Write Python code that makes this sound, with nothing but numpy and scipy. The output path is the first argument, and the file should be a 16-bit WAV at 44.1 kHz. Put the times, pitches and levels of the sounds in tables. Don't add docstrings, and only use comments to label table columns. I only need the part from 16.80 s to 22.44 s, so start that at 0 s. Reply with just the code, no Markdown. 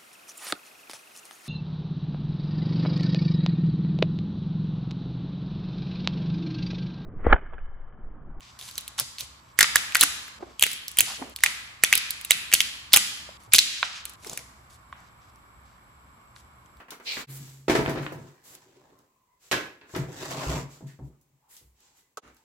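import sys
import numpy as np
from scipy import signal
from scipy.fft import rfft, irfft, next_fast_len
from scipy.io import wavfile
from scipy.ndimage import uniform_filter1d

SR = 44100
rng = np.random.default_rng(int(sys.argv[2]) if len(sys.argv) > 2 else 0)


def dump(signal):
    limited = np.clip(np.atleast_2d(signal).T, -1, 1)
    pcm = np.round(limited * 32767).astype(np.int16)
    wavfile.write(sys.argv[1], SR, pcm)


N = 248724
TIME = np.arange(N) / SR
RING = np.arange(SR) / SR

# start in seconds, level in dB, bending boom and edge crack
# in dB against that level, before each layer's trim.
SHEET_BLOWS = [(0.582, -63, 18, -14.5), (0.882, -20.5, -18.5, -9.5), (0.897, -16.5, -28, -7),
               (0.913, -32, -10, -15), (0.952, -17.5, -23, -7), (0.974, -38, -14, -10),
               (0.987, -22, -42, -16), (1.004, -34, -1, -7), (1.059, -36.5, -1, -9),
               (1.079, -24, -12, -12.5), (1.096, -31, -9, -7), (1.158, -31, -20, -10), (1.174, -31, -5, -8),
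               (1.229, -41.5, -9, 0), (1.322, -35.5, -4, -14.5), (1.38, -48, 2, -8), (1.44, -49.5, -7, -13),
               (3.138, -36, -24, -21), (3.149, -38.5, -9, 4), (3.16, -27.5, -0.5, -17.5),
               (3.235, -40.5, -17, -9), (3.286, -36, -15, -37.5), (3.426, -36.5, -14, -25),
               (3.545, -43.5, 5, -16), (3.664, -37, 2.5, -19), (3.727, -35.5, 3, -11.5),
               (3.8, -43.5, 3, -6.5), (4.007, -47, 8, -14), (4.022, -46, 1.5, -32.5),
               (4.191, -44.5, 4, -16), (4.214, -50.5, 5, -26), (4.268, -54.5, 5, -22.5),
               (4.345, -64.5, 3, -19), (4.5, -65, -1, -28), (4.812, -65, -6.5, -7)]
# start in seconds, level in dB, contact hardness in Hz, dry snap in dB
# against that level, extra damping by the contact as t60 in seconds.
BATTEN_BLOWS = [(1.061, -27, 2850, -1, 0.05), (1.1867, -34.5, 3170, -8, 0.072),
                (1.265, -31, 2970, -2, 0.09), (2.7136, -23, 11050, -9.5, 2), (2.719, -23.5, 14200, -9, 8),
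                (2.728, -24.5, 4400, -5, 0.69), (2.746, -36, 5000, -9.5, 0.26), (3.013, -49, 3800, -12, 4),
                (3.035, -52, 1480, -19, 4), (3.094, -49.5, 1930, -3.5, 4), (3.507, -38, 3500, -10, 0.2)]
# start in seconds, level in dB before panning.
BOARD_BLOWS = [(5.372, -30), (5.379, -32), (5.476, -59.5)]
# start in seconds, level in dB before the low cut, after-hiss in dB
# against that level, low cut in Hz.
GRIT_TICKS = [(0.1062, -37, -9, 1490), (0.2, -58.5, -10, 597), (1.094, -35.5, 4, 5020),
              (1.323, -45, 0, 4870), (1.751, -47.5, -20, 1490), (2.189, -62.5, -13, 2980),
              (3.163, -37.5, -14, 1480), (3.509, -37.5, -8, 2500), (4.412, -60, -7, 6490),
              (4.7663, -45.5, -8.5, 2910), (5.004, -62.5, -18, 3000), (5.546, -64, -19, 7000),
              (5.561, -72, -23, 5020), (5.567, -60.5, -11.5, 1500)]
# start in seconds, level in dB.
FOOTFALLS = [(0.0, -47.5), (0.082, -50.5), (0.117, -45), (0.198, -49), (0.367, -36), (0.391, -42.5),
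             (5.427, -46)]
# start in seconds, level in dB.
LOW_THUMPS = [(0.889, -50.5), (3.191, -48), (3.666, -30.5), (4.203, -46.5), (4.820, -64), (4.853, -62),
              (5.431, -58)]

# pitch in Hz, level in dB, t60 in seconds.
BENDING_MODES = [(103, -11, .12), (121, -3, .13), (136, 0, .18), (151, -1, .14), (172, -8, .12),
                 (238, -11, .12), (294, -13, .14)]
SHEET_MODES = [(246, -13, .16), (294, -9, .2), (338, -6, .2), (358, -1.5, .26), (393, -4, .2),
               (426, -7, .18), (447, -6, .2), (494, -5, .22), (529, -7, .22), (590, -11, .24),
               (652, 0, .21), (748, -5.5, .26), (831, -10, .22), (873, -10, .22), (927, -8, .23),
               (980, -9, .2), (1334, -10, .2)]
BATTEN_MODES = [(290, -1, .2), (413, -9, .55), (445, -8, .22), (536, -7, .26), (1055, 0, .24),
                (1153, -3, .2), (1427, -4, .18), (1523, -3, .42), (1640, -4, .13), (1672, 4, .19),
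                (1769, 1, .16), (1885, -4, .15), (2030, -7, .18), (2169, -5, .2), (2340, -4, .16),
                (2476, -3, .2), (2646, 4, .22), (3176, -5, .2), (3585, -6, .16), (3920, -6, .15),
                (4228, -5, .16), (4840, -11, .18), (5335, -7, .14)]
THUMP_MODES = [(52, -8, .18), (61, 5.5, .27), (73, -2, .12), (98, 7, .1), (140, 4, .1)]
BOARD_MODES = [(430, -7, .08), (500, -5, .08), (620, -10, .06), (775, -11, .06), (900, -9, .06),
               (1120, -1, .045), (1292, 3, .045), (1510, -5, .05), (3946, -22, .12)]

# frequency in Hz, relative level in dB per Hz.
SHEET_BODY = [(25, -39.5), (60, -14.5), (120, 3.5), (200, -11), (360, 4), (650, -17), (1000, -12),
              (1600, -44), (4000, -41.5)]
SHEET_CRACK = [(400, -31.5), (1000, -6), (1900, -4), (3000, -13), (5000, -15.5), (7500, -19), (9000, -23.5),
               (16000, -21.5)]
RATTLE_BODY = [(200, -15.5), (450, -7.5), (1000, -4), (1900, -7), (3000, -15), (5000, -17), (7500, -18),
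               (9000, -23), (16000, -25)]
BATTEN_BODY = [(30, -47), (60, -25.5), (110, -12), (220, -17.5), (320, -8), (520, -14.5), (800, -17.5),
               (1150, -17), (2200, -17.5), (3000, -20.5), (7500, -16), (9000, -25), (12000, -16.5),
               (16000, -22.5)]
BATTEN_SNAP = [(200, -13.5), (600, -6), (1200, 0), (2200, -3), (3400, 0.5), (5000, -11.5), (16000, -26)]
BOARD_BODY = [(30, -48), (100, -27), (300, -10), (480, -5), (750, -9.5), (1250, -10), (2000, -22.5),
              (5500, -15), (6800, -7), (8000, -14.5), (16000, -24)]
TICK_BODY = [(500, 22.5), (2000, -3), (6500, 13.5), (9000, 11), (13000, 14), (16000, 8.5)]
STEP_BODY = [(25, -8), (60, -6.5), (150, -7.5), (250, 1.5), (700, -5), (1400, -2.5), (2300, -7),
             (3500, -18), (10000, -21)]
SCUFF_GRIT = [(200, -37), (420, -11.5), (900, -19.5), (1600, -19.5), (2300, 0.5), (3200, -4.5),
              (4400, -0.5), (6000, -14), (7800, -34.5), (9000, -38.5), (16000, -37)]
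SLIDE_HISS = [(500, -11.5), (1000, -11.5), (1800, 1.5), (2800, -2), (5000, -1.5), (7700, 0), (8800, -13.5),
              (12000, -10), (16000, -17.5)]
SLIDE_BODY = [(25, -17), (60, -4), (130, 17.5), (210, 9.5), (330, 13.5), (650, 5), (1000, 9), (1800, -5),
              (4000, -55)]
BRUSH_HISS = [(300, -4), (1200, -3.5), (2500, -4), (5500, -3), (7700, 0.5), (9200, -4.5), (13000, -1.5),
              (16000, -9)]
SHOP_AIR = [(20, -15.5), (40, -3), (150, -8), (400, -11), (700, -15.5), (1000, -11), (1400, -22.5),
            (2200, -20), (3500, -25), (5200, -25.5), (7700, -20.5), (9000, -28), (16000, -23.5)]
# frequency in Hz, side against mid in dB.
STEREO_WIDTH = [(60, -21), (130, -15.5), (260, -16.5), (520, -9), (1000, -2.5), (4000, 0.5)]

# time in seconds,
# body rumble in dB, surface hiss in dB, before each layer's trim.
SLIDES = [
    [(1.47, -61, -63), (1.62, -78, -102), (1.67, -66.5, -81), (1.76, -62.5, -63), (1.798, -68.5, -66.5),
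     (2.17, -64, -79), (2.24, -70, -82.5), (2.3, -89, -92)],
    [(3.28, -62, -59), (3.38, -49, -48.5), (3.435, -46, -43.5), (3.6, -39.5, -44), (3.69, -42.5, -41.5),
     (3.755, -39, -44), (3.81, -48, -48), (3.874, -79, -70), (3.98, -55, -95)],
]
# peak time
# in seconds, swell length in seconds, level in dB, resonance in Hz, rasp in dB against that level.
SCRAPES = [(1.885, 0.042, -65, 362, -20), (1.97, 0.08, -62, 376, -14), (2.106, 0.041, -63.5, 367, -20),
           (3.431, 0.017, -39.5, 410, -7), (3.523, 0.034, -42.5, 663, -9), (3.528, .025, -41, 950, -7),
           (3.594, 0.04, -50, 960, 7), (3.63, 0.02, -37.5, 680, -25), (3.633, 0.017, -42, 1800, -19),
           (3.695, 0.018, -45.5, 1060, 2), (3.721, 0.033, -37, 660, -20), (3.73, 0.02, -59, 1100, -10),
           (3.762, 0.013, -39, 950, 0), (4.11, .055, -63.5, 1800, -6), (4.336, 0.04, -74, 1180, -32)]
# start, attack, hold and release, all in seconds.
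SCUFF = (0.2464, 0.036, 0.038, 0.13)
# start, attack, hold and release in seconds,
# level in dB, top octave in dB against that level, before the layer trims.
BRUSHES = [(0.198, 0.16, 0.054, 0.039, -41, -13), (0.437, 0.1, 0.038, 0.027, -54.5, 2),
           (0.538, 0.074, 0.068, 0.25, -51, -10.5), (1.207, .02, 0.033, .06, -53.5, -12),
           (1.37, 0.031, 0.083, 0.2, -62, -18), (1.616, 0.058, 0.081, 0.01, -57.5, -5.5),
           (2.58, 0.077, 0.029, 0.077, -59.5, -13.5), (3.046, 0.14, 0.016, 0.11, -49.5, -16.5),
           (3.882, 0.035, 0.033, 0.13, -55, -16.5), (4.065, 0.0069, 0.011, 0.12, -59.5, -14),
           (4.215, 0.045, 0.023, .04, -76, -7), (4.678, 0.045, 0.029, 0.14, -62.5, -1),
           (4.934, 0.11, 0.024, 0.21, -63, -21.5), (5.134, 0.054, 0.009, 0.062, -68, -7),
           (5.41, 0.033, 0.16, .2, -74, -18)]
# peak time in seconds, swell length in seconds,
# level in dB, pitch in Hz, width in Hz of each of two filter passes.
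FAINT_TONES = [(2.353, 0.16, -74.5, 1040, 120.6), (2.36, .06, -85.5, 2586, 160),
               (2.525, 0.1, -72, 998, 110), (2.54, 0.088, -80, 2030, 110), (4.672, 0.07, -68, 897, 300),
               (4.788, 0.088, -76, 2020, 132), (5.1, 0.13, -74.5, 860, 250.5),
               (5.26, 0.056, -80.5, 2010, 50), (5.613, 0.043, -69.5, 883, 149)]
# lowest point in seconds, fade-out in seconds, fade-in in seconds.
LEVEL_DIPS = [(0.466, 0.034, 0.035), (5.411, 0.076, 0.08)]

BOOM_LAG_S, BOOM_RISE_S = 0.013, 0.007
LANDING_S, SETTLE_S, CHATTER_COUNT = 0.884, 0.55, 14
CHATTER_DB, CHATTER_FALL_DB_PER_S, CHATTER_BOOM_DB, CHATTER_CRACK_DB = -33, 42.5, -6.5, -18.5
RATTLE_DB, RATTLE_FALL_DB_PER_S = -37, 42
SWING_S, SWING_HZ, SWING_FALL_DB_PER_S = 0.47, 135.7, 32.5
SHUDDER_HZ, SHUDDER_JITTER, SHUDDER_DB = 56, 0.23, 1
ROOM_T60_S, ROOM_TREBLE_T60_S = 0.42, 0.31
PORT_LAG_SAMPLES = 3
SHOP_DB = -72.5
TOP_HZ = 16100


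def sheet_blows(modes_db=-11.5, body_db=-4.5, boom_db=-1, crack_db=-2, hard_hz=16000, hard_db=-20):
    out = np.zeros((2, N))
    for s, db, boom, crack in list(SHEET_BLOWS) + chatter():
        bend = ring(BENDING_MODES, scatter_db=2.5, detune=0.006) * (1 - np.exp(-RING / BOOM_RISE_S))
        modes = amp(modes_db) * ring(SHEET_MODES, scatter_db=3, detune=0.006)
        body = amp(body_db) * crowd(SHEET_BODY, t60=0.032, tail_db=-24, tail_t60=0.28)
        edge = amp(crack + crack_db) * crowd(SHEET_CRACK, t60=0.27, tail_db=-16.5, tail_t60=0.073)
        contact_hz = hard_hz * np.sqrt(amp(db + crack - hard_db))
        add(out, s, amp(db) * soften(modes + body + edge, contact_hz))
        add(out, s + BOOM_LAG_S, amp(db + boom + boom_db) * bend)
    return out


def chatter(scatter_db=2):
    slip, size = rng.uniform(-1, 1, (CHATTER_COUNT, 2)).T
    age = SETTLE_S * (np.arange(CHATTER_COUNT) + 1 + slip / 2) / CHATTER_COUNT
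    levels = CHATTER_DB - CHATTER_FALL_DB_PER_S * age + scatter_db * size
    return [(LANDING_S + s, db, CHATTER_BOOM_DB, CHATTER_CRACK_DB) for s, db in zip(age, levels)]


def rattle():
    contact = noise(N) * flicker(rate=520, depth_db=3)
    fall = dying(LANDING_S, TIME[-1], RATTLE_DB, RATTLE_FALL_DB_PER_S)
    return fall * shifting(colour(contact, RATTLE_BODY))


def low_thumps():
    out = np.zeros((2, N))
    for s, db in LOW_THUMPS:
        add(out, s, amp(db) * ring(THUMP_MODES, scatter_db=1.5, detune=0.008))
    return out


def swing(level_db=-40, flex_db=-15):
    hum = np.sqrt(2) * np.sin(2 * np.pi * SWING_HZ * TIME)
    flex_spectrum = [(25, -25.5), (60, 15.0), (130, 4.5), (300, 9.5), (700, -10.5), (2000, -18.5), (5000, -43)]
    flex = unit(colour(noise(N), flex_spectrum))
    return dying(SWING_S, LANDING_S, level_db, SWING_FALL_DB_PER_S) * (hum + amp(flex_db) * flex)


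def slide(modes_db=-8, body_db=1, hiss_db=2.5):
    jerk = shudder()
    slips = noise(N) * flicker(rate=600, depth_db=3) * flicker(rate=70, depth_db=1.2) * np.sqrt(jerk)
    judder = slips * jerk
    short_ring = ring(SHEET_MODES, scatter_db=2, detune=0.006) * decay(0.2)
    modes = unit(signal.fftconvolve(judder, short_ring[None], axes=1)[:, :N])
    bend_ring = ring(BENDING_MODES, scatter_db=1.5, detune=0.004)
    bend = unit(signal.fftconvolve(judder[0], bend_ring)[:N])
    body = amp(modes_db) * shifting(modes) + amp(body_db) * shifting(colour(judder, SLIDE_BODY))
    hiss = amp(hiss_db) * shifting(colour(slips, SLIDE_HISS))
    out = 0
    for push, bend_db in zip(SLIDES, (-12, -5)):
        s, rumble_db, surface_db = np.transpose(push)
        out = out + envelope(s, rumble_db) * (body + amp(bend_db) * bend)
        out = out + envelope(s, surface_db) * hiss
    return out


def shudder():
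    rate = SHUDDER_HZ * np.exp(SHUDDER_JITTER * wander(SHUDDER_HZ))
    phase = np.cumsum(rate) / SR % 1
    return unit(uniform_filter1d(amp(-SHUDDER_DB * phase), size=60))


def scrapes():
    jerks = noise(N) * flicker(rate=420, depth_db=4)
    rasp = unit(resonate(resonate(jerks, 2400, 0.6), 2400, 0.6))
    out = 0
    for s, length, db, hz, rasp_db in SCRAPES:
        grain = unit(resonate(jerks, hz, 6)) + amp(rasp_db) * rasp
        out = out + amp(db) * swell(s, length) * grain
    return out


def batten_blows(modes_db=-8.0, body_db=-4.5, snap_t60=0.004):
    out = np.zeros((2, N))
    for s, db, hz, snap_db, damped_t60 in BATTEN_BLOWS:
        modes = np.array([ring(BATTEN_MODES, scatter_db=2, detune=0.003) for _ in range(2)])
        body = crowd(BATTEN_BODY, t60=0.075, tail_db=-11.5, tail_t60=0.42)
        clack = amp(modes_db) * modes + amp(body_db) * body
        burst = colour(noise(len(RING)), BATTEN_SNAP) * decay(snap_t60)
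        snap = amp(snap_db) * unit_attack(burst, size=500)
        add(out, s, amp(db) * soften(clack * decay(damped_t60) + snap, hz))
    return out


def board_knocks(pan_db=-2, modes_db=-2, body_db=-3):
    out = np.zeros((2, N))
    for s, db in BOARD_BLOWS:
        modes = amp(modes_db) * ring(BOARD_MODES, scatter_db=1, detune=0.01)
        body = amp(body_db) * crowd(BOARD_BODY, t60=0.04, tail_db=-12.5, tail_t60=0.22)
        add(out, s, amp(db) * pan(pan_db) * (modes + body))
    return out


def brushes(soft_db=-2, crisp_db=7.5):
    fibres = noise(N) * flicker(rate=5000, depth_db=3.5)
    hiss = colour(fibres, BRUSH_HISS)
    soft = unit(colour(hiss, [(7800, 7.0), (9500, -20.5)]))
    crisp = unit(colour(hiss, [(6000, -22), (9500, -10.5)]))
    out = 0
    for s, attack, hold, release, db, top_db in BRUSHES:
        rub = amp(soft_db) * soft + amp(top_db + crisp_db) * crisp
        out = out + amp(db) * stroke(s, attack, hold, release) * rub
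    return out


def steps(roll_s=0.0014):
    out = np.zeros((2, N))
    for s, db in FOOTFALLS:
        slap = crowd(STEP_BODY, t60=0.13, tail_db=-1.5, tail_t60=0.15)
        add(out, s, amp(db) * (1 - np.exp(-RING / roll_s)) * slap)
    return out


def scuff(level_db=-32):
    grit = noise(N) * flicker(rate=900, depth_db=1.5)
    return amp(level_db) * stroke(*SCUFF) * unit(colour(grit, SCUFF_GRIT))


def grit_ticks():
    out = np.zeros((2, N))
    for s, db, hiss_db, low_hz in GRIT_TICKS:
        snap = crowd(TICK_BODY, t60=0.011, tail_db=hiss_db, tail_t60=0.22)
        low_cut = signal.butter(3, low_hz, "high", fs=SR, output="sos")
        add(out, s, amp(db) * signal.sosfilt(low_cut, snap))
    return out


def faint_tones():
    hiss = noise(N)
    out = 0
    for s, length, db, hz, width in FAINT_TONES:
        tone = unit(resonate(resonate(hiss, hz, hz / width), hz, hz / width))
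        out = out + amp(db) * swell(s, length) * tone
    return out


def shop_air():
    return amp(SHOP_DB) * unit(colour(noise(N), SHOP_AIR)) * flicker(rate=4, depth_db=0.8)


def room(x, wet_db):
    echo_spectrum = [(50, -2.5), (150, -4), (260, 1.5), (600, -2.0), (4000, -5.0), (14000, -8.0)]
    diffuse = colour(noise(len(RING)), echo_spectrum)
    low = colour(diffuse, [(2200, 0), (7000, -20)])
    echo = low * decay(ROOM_T60_S) + (diffuse - low) * decay(ROOM_TREBLE_T60_S)
    echo = echo * (RING > 0.006)
    echo /= np.sqrt(np.sum(echo ** 2) / 2)
    return x + amp(wet_db) * signal.fftconvolve(x, echo, axes=1)[:, :N]


def from_right(x):
    return np.array([np.pad(x[0], (PORT_LAG_SAMPLES, 0))[:N], x[1]])


def pan(left_db):
    return amp([[left_db / 2], [-left_db / 2]])


def ring(modes, scatter_db, detune):
    chance = rng.standard_normal((len(modes), 2))
    total = 0
    for k, ((hz, db, t60), (a, b)) in enumerate(zip(modes, chance)):
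        tone = np.sin(2 * np.pi * hz * (1 + detune * b) * RING) * decay(t60)
        total = total + (-1) ** k * amp(db + scatter_db * a) * tone
    return unit_attack(total)


def crowd(spectrum, t60, tail_db, tail_t60):
    burst = colour(noise(len(RING)), spectrum)
    dull = colour(burst, [(3000, 16.5), (7000, 3.5), (14000, 0.0)])
    return unit_attack(burst * decay(t60) + amp(tail_db) * dull * decay(tail_t60))


def shifting(x):
    bands = sum(resonate(x, hz, 15) * wander(rate=24) for hz in np.geomspace(300, 4200, 24))
    return unit(x + 0.8 * bands)


def resonate(x, hz, q):
    return signal.lfilter(*signal.iirpeak(hz, q, fs=SR), x)


def soften(x, hz):
    return signal.sosfilt(signal.butter(3, min(hz, 0.45 * SR), fs=SR, output="sos"), x)


def noise(size):
    mid, side = rng.standard_normal((2, size))
    side = colour(side, STEREO_WIDTH)
    return np.array([mid + side, mid - side])


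def colour(x, spectrum):
    hz, db = np.transpose(spectrum)
    size = next_fast_len(x.shape[-1] + 4096)
    bins = np.maximum(np.arange(size // 2 + 1) * SR / size, 1)
    gain = amp(np.interp(np.log(bins), np.log(hz), db))
    return irfft(rfft(x, size) * gain, size)[..., :x.shape[-1]]


def stroke(start, attack, hold, release):
    rise = np.sin(np.pi / 2 * np.clip((TIME - start) / attack, 0, 1)) ** 2
    return rise * 10 ** (-np.maximum(TIME - start - attack - hold, 0) / release)


def swell(s, length):
    return np.exp(-2 * ((TIME - s) / length) ** 2)


def dying(start, end, db, fall_db_per_s):
    return envelope([start, end], [db, db - fall_db_per_s * (end - start)])


def envelope(s, db):
    inside = 1.0 * ((TIME >= s[0]) & (TIME <= s[-1]))
    return amp(np.interp(TIME, s, db)) * uniform_filter1d(inside, size=500)


def decay(t60):
    return np.exp(-np.log(1000) * RING / t60)


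def flicker(rate, depth_db):
    return amp(depth_db * wander(rate))


def wander(rate):
    return np.interp(TIME * rate, np.arange(8192), rng.standard_normal(8192))


def amp(db):
    return 10 ** (np.asarray(db) / 20)


def unit(x):
    return x / np.sqrt(np.mean(x ** 2))


def unit_attack(x, size=1100):
    return x / np.sqrt(np.mean(x[..., :size] ** 2))


def add(out, s, sound):
    start = max(int(s * SR), 0)
    part = sound[..., :N - start]
    out[:, start:start + part.shape[-1]] += part


def scene():
    bench_blows = from_right(sheet_blows() + low_thumps() + batten_blows())
    blows = room(bench_blows + steps(), wet_db=-7.0)
    bench_rubbing = from_right(slide() + scrapes() + rattle())
    rubbing = room(bench_rubbing + scuff() + pan(left_db=-0.5) * brushes(), wet_db=-9.5)
    close = board_knocks() + grit_ticks() + swing()
    return blows + rubbing + close + faint_tones() + shop_air()


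def record(dry):
    for s, fall, rise in LEVEL_DIPS:
        distance = np.maximum((s - TIME) / fall, (TIME - s) / rise)
        dry = dry * np.clip(distance, 0.05, 1) ** 1.49
    dry = signal.sosfilt(signal.butter(2, 38, "high", fs=SR, output="sos"), dry)
    return signal.sosfilt(signal.ellip(10, 0.2, 80, TOP_HZ, fs=SR, output="sos"), dry)


dry = scene()
out = record(dry)
dump(out)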